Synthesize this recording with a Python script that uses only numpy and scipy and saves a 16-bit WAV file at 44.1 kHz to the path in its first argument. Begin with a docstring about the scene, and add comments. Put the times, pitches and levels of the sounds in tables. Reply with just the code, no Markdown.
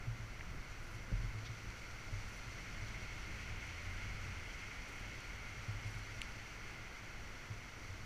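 """Breeze in a backyard

A breeze swells and fades in pines and leafy bushes, heard by a hand-held camera with one microphone.
The hand bumps the camera body, which booms softly, and its plastic casing ticks a few times.
Far off an engine rises and falls once, and an insect rasps faintly in short groups."""
import sys
import numpy as np
from scipy import signal
from scipy.fft import rfft, irfft, next_fast_len
from scipy.io import wavfile

SR = 44100
rng = np.random.default_rng(int(sys.argv[2]) if len(sys.argv) > 2 else 0)


def to_wav(sig):
    """Store sig (one row per channel, or 1-D mono) as 16-bit WAV at the path in sys.argv[1].

    Samples outside -1..1 are clipped; the rate is SR.
    """
    pcm = np.clip(np.atleast_2d(sig), -1, 1) * 32767
    pcm = np.round(pcm).astype(np.int16)
    wavfile.write(sys.argv[1], SR, pcm.T)  # frames by channels


N = 355005

# one gust swells and fades in the pines: (time [s], wind strength [dB])
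PINE_GUST = [(0.0, -7), (2.3, -3.5), (2.8, -1), (3.8, 0.7), (6.2, -2), (7.3, -3.5), (8.05, -6)]
# pitches that the microphone's housing makes louder, or quieter where the boost is negative: (centre [Hz],
# width [Hz], boost [dB])
HOUSING_PEAKS = [(1408, 175, 5.5), (2137, 500, 6), (2326, 106, -3.5), (3360, 130, 2.5), (4405, 350, 5.5),
                 (5000, 160, 1.5), (5810, 520, 6.5)]


def pines(level_db=-53.0, flutter_db=0.5):
    """Air rushes through pine needles: a smooth sigh that follows the gust."""
    # tone of the needles: (frequency [Hz], level [dB])
    needle_tone = [(700, -21.5), (1300, -12.5), (1800, -5.5), (2150, 1.5), (2600, -2.5), (3100, -6),
                   (3700, -18.5), (6000, -20.5), (9000, -30.5), (15000, -56)]
    sigh = coloured(rng.standard_normal(N), needle_tone, HOUSING_PEAKS)
    return sigh * gain_of(follow(PINE_GUST) + level_db + flutter_db * drift(18))


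def leaves(level_db=-60.0, taps_per_s=900, tap_share=0.37, flutter_db=0.6):
    """Countless leaves brush together; the nearer ones tap separately."""
    # tone of the leaves: (frequency [Hz], level [dB])
    leaf_tone = [(900, -9), (1400, 0.5), (2000, -3.5), (2800, -2), (3700, -2), (4500, 0), (5200, -2),
                 (6200, 0), (7200, -5.5), (8200, -11.5), (11000, -16.5), (15000, -24)]
    # the gust reaches the near bushes sooner and stays longer: (time [s], wind strength [dB])
    bush_gust = [(0.0, -4), (0.9, -3), (2.3, 0.5), (5.4, -0.8), (6.1, 0), (7.0, -2.5), (8.05, -1.5)]
    taps = rng.standard_normal(N) * (rng.random(N) < taps_per_s / SR)
    rustle = coloured(rng.standard_normal(N) + tap_share * evened(taps), leaf_tone, HOUSING_PEAKS)
    return rustle * gain_of(follow(bush_gust) + level_db + flutter_db * drift(20))


def hand_bumps(nudges_per_s=1.6, nudge_db=-46, spread_db=2.0):
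    """The hand bumps the camera firmly, and the fingers nudge it lightly at random moments."""
    # (time [s], level [dB], hardness [dB per octave], grip [factor on the pitch])
    firm_bumps = [(0.072, -31, -4, 1.07), (0.189, -38.5, 0, 1.02), (0.94, -40.5, 1, 1.04),
                  (1.116, -33.5, 15.5, 0.98), (1.125, -41, -18.5, 1.03), (1.192, -40, -9, 1.01),
                  (1.236, -34, -4, 1.01), (1.346, -39, 3, 1.0), (1.492, -37.5, 0, 1.02),
                  (2.124, -34.5, -5, 0.93), (2.817, -36.5, 0, 0.99), (5.681, -32.5, -2, 0.97),
                  (5.741, -38, -6, 0.98), (5.847, -35.5, -2, 0.96), (5.95, -38, -4, 0.96),
                  (7.5, -37.5, 7, 1.01), (7.888, -40.5, 0, 0.87)]
    out = np.zeros(N)
    for at_s, level_db, hardness_db, grip in firm_bumps:
        add(out, at_s, camera_boom(level_db, hardness_db, grip))
    for when, force in rng.random((round(nudges_per_s * N / SR), 2)):
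        level_db = nudge_db + spread_db * (2 * force - 1)
        add(out, when * N / SR, camera_boom(level_db, hardness_db=-3.5, grip=1))
    return out


def camera_boom(level_db, hardness_db, grip, contact_s=0.0036):
    """The camera rings: soft pushes favour its lowest note, hard knocks the higher ones."""
    # notes of the camera body: (pitch [Hz], level [dB], time to fade by 60 dB [s])
    body_notes = [(40.7, -13.5, 0.42), (107.3, 0, 0.27), (170, -11, 0.091), (252, -30, .06),
                  (556, -44, 0.035)]
    main_hz = body_notes[1][0]
    struck = [(hz * grip, db + hardness_db * np.log2(hz / main_hz), fade_s)
              for hz, db, fade_s in body_notes]
    body = ring(struck, seconds=0.5)
    cushion = 1 - np.exp(-(np.arange(len(body)) / SR / contact_s) ** 2)  # skin softens the start
    return gain_of(level_db) * body * cushion


def casing_ticks():
    """Tiny slips make the plastic casing ring, each within its own range of pitches."""
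    # notes of the casing: (pitch [Hz], level [dB], time to fade by 60 dB [s])
    casing_notes = [(2080, -12, 0.017), (2330, -6.5, .014), (2780, 2.5, 0.0055), (3700, -8, 0.0028),
                    (7100, -7.5, .003), (9800, -11, .002)]
    # slips of the casing: (time [s], level [dB], lowest pitch [Hz], highest pitch [Hz])
    slips = [(0.4093, -32.5, 1200, 2280), (1.704, -43, 3500, 8000), (3.669, -41, 6500, 11500),
             (5.2053, -41, 6500, 11000), (6.2174, -28.3, 2300, 10600)]
    out = np.zeros(N)
    for at_s, level_db, low_hz, high_hz in slips:
        band = signal.butter(3, [low_hz, high_hz], "bandpass", fs=SR, output="sos")
        add(out, at_s, gain_of(level_db) * signal.sosfilt(band, ring(casing_notes, seconds=0.04)))
    return out


def finger_brush(at_s=1.464, stroke_s=0.015, level_db=-52):
    """One short, soft scrape of skin on plastic."""
    # tone of the scrape: (frequency [Hz], level [dB])
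    scrape_tone = [(1000, -15), (2200, 4), (4400, 2), (6000, -6), (8000, -18), (14000, -28)]
    stroke = np.exp(-((np.arange(N) / SR - at_s) / stroke_s) ** 2)
    return gain_of(level_db) * stroke * coloured(rng.standard_normal(N), scrape_tone, HOUSING_PEAKS)


def far_engine(idle_hz=74.5, rev_hz=97.4, idle_db=-56, rev_boost_db=6):
    """A far engine revs once, louder as it speeds up; only its two lowest tones carry this far."""
    start_s, end_s, fade_s = 3.16, 4.54, 0.12
    rev_at_s, rise_s, fall_s = 4.15, 0.38, 0.26
    t = np.arange(N) / SR
    throttle = np.exp(-((t - rev_at_s) / np.where(t < rev_at_s, rise_s, fall_s)) ** 2)
    hz = (idle_hz + (rev_hz - idle_hz) * throttle) * (1 + 0.025 * drift(25))  # the pitch wavers
    phase = 2 * np.pi * np.cumsum(hz) / SR
    drone = evened(np.sin(phase) + gain_of(-16) * np.sin(2 * phase))
    fade = np.clip(np.minimum(t - start_s, end_s - t) / fade_s, 0, 1)
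    return drone * fade * gain_of(idle_db + rev_boost_db * throttle - 0.5 * drift(18))


def insect(gap_s=0.0385, stroke_s=0.014, spread_db=0.4):
    """An insect rasps in short, dry, evenly paced strokes, three or four to a call."""
    # its calls: (start [s], length [s], level [dB])
    calls = [(0.838, 0.135, -70), (2.294, 0.095, -69), (4.89, 0.135, -69.5), (5.872, 0.135, -69)]
    # tone of the rasp: (frequency [Hz], level [dB])
    rasp_tone = [(3000, -33), (6500, 3), (8500, -3), (10000, -2), (11200, -1), (12300, -7.5), (15000, -14)]
    t, strokes = np.arange(N) / SR, np.zeros(N)
    for start_s, length_s, level_db in calls:
        for at_s in np.arange(start_s, start_s + length_s, gap_s):
            strength = gain_of(level_db + spread_db * rng.standard_normal())
            strokes += strength * np.exp(-((t - at_s) / stroke_s) ** 2)
    return strokes * coloured(rng.standard_normal(N), rasp_tone)


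def distant_wash(level_db=-55.0, gust_share=0.19):
    """The far neighbourhood blurs into a soft noise that swells a little with the gust."""
    # tone of the wash: (frequency [Hz], level [dB])
    wash_tone = [(60, 1.5), (160, 4), (260, 3.5), (400, .5), (800, -1), (1100, -1), (1500, 0), (2100, -6.5),
                 (3500, -18), (8000, -36)]
    wash = coloured(rng.standard_normal(N), wash_tone, HOUSING_PEAKS)
    return wash * gain_of(level_db + gust_share * follow(PINE_GUST))


def wind_rumble(buffet_db=1.9):
    """Wind flows round the camera body with a low, uneven rumble."""
    # tone of the rumble: (frequency [Hz], level [dB])
    rumble_tone = [(8, -3), (22, 1.5), (32, -1.5), (45, 0.5), (60, -2.5), (80, -11.5), (106, -2),
                   (135, -13), (200, -18), (400, -28.5), (1500, -60)]
    # wind at the camera: (time [s], level [dB])
    draught = [(0.0, -48.5), (1.7, -50.5), (3.8, -48), (5.4, -52), (8.05, -53)]
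    rumble = coloured(rng.standard_normal(N), rumble_tone)
    return rumble * gain_of(follow(draught) + buffet_db * drift(8))


def microphone_hiss(level_db=-74):
    """The microphone adds its own faint, steady hiss."""
    # tone of the hiss: (frequency [Hz], level [dB])
    hiss_tone = [(100, 0), (7000, 2), (10000, -0.17), (15000, -1.1)]
    return gain_of(level_db) * coloured(rng.standard_normal(N), hiss_tone)


def gain_of(db):
    """Turns decibels into a number to multiply by."""
    return 10 ** (np.asarray(db) / 20)


def evened(x):
    """Scales a signal to an average strength (rms) of one."""
    return x / np.sqrt(np.mean(x ** 2) + 1e-20)


def follow(rows):
    """Joins (time, value) points with straight lines, giving a value for every sample."""
    return np.interp(np.arange(N) / SR, *np.transpose(rows))


def add(mix, at_s, sound):
    """Mixes a sound in at a given time."""
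    part = mix[max(round(at_s * SR), 0):][:len(sound)]
    part += sound[:len(part)]


def coloured(x, tone, peaks=()):
    """Shapes a sound with a tone curve and boosted peaks, then scales it to strength one."""
    size = next_fast_len(N)
    hz = np.fft.rfftfreq(size, 1 / SR)
    tone_hz, tone_db = np.transpose(tone)
    db = np.interp(np.log(hz + 1), np.log(tone_hz), tone_db)
    for centre, width, boost_db in peaks:
        db += boost_db / (1 + (2 * (hz - centre) / width) ** 2)
    return evened(irfft(rfft(x, size) * gain_of(db), size)[:N])


def drift(fastest_hz):
    """A random wobble of strength one, made of slow waves added together."""
    t = np.arange(0, N, 200) / SR
    rates = np.geomspace(fastest_hz / 10, fastest_hz, num=24)
    waves = sum(np.sin(2 * np.pi * (hz * t + rng.random())) for hz in rates)
    return np.interp(np.arange(N) / SR, t, evened(waves))


def ring(notes, seconds):
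    """A struck object rings with pure tones that die away."""
    t = np.arange(int(seconds * SR)) / SR
    return sum(gain_of(db - 60 * t / fade_s) * np.sin(2 * np.pi * hz * t) for hz, db, fade_s in notes)


def scene():
    """All the sounds meet at one microphone, which feeds both channels."""
    breeze = pines() + leaves()
    background = distant_wash() + wind_rumble() + microphone_hiss()
    mono = breeze + background + casing_ticks() + finger_brush() + far_engine() + insect() + hand_bumps()
    return np.array([mono, mono])


def record(dry, cutoff_hz=15350):
    """The camera cuts off the very highest treble."""
    low_pass = signal.firwin(511, cutoff_hz, window=("kaiser", 9), fs=SR)
    return signal.oaconvolve(dry, low_pass[None], "same")


dry = scene()
out = record(dry)
to_wav(out)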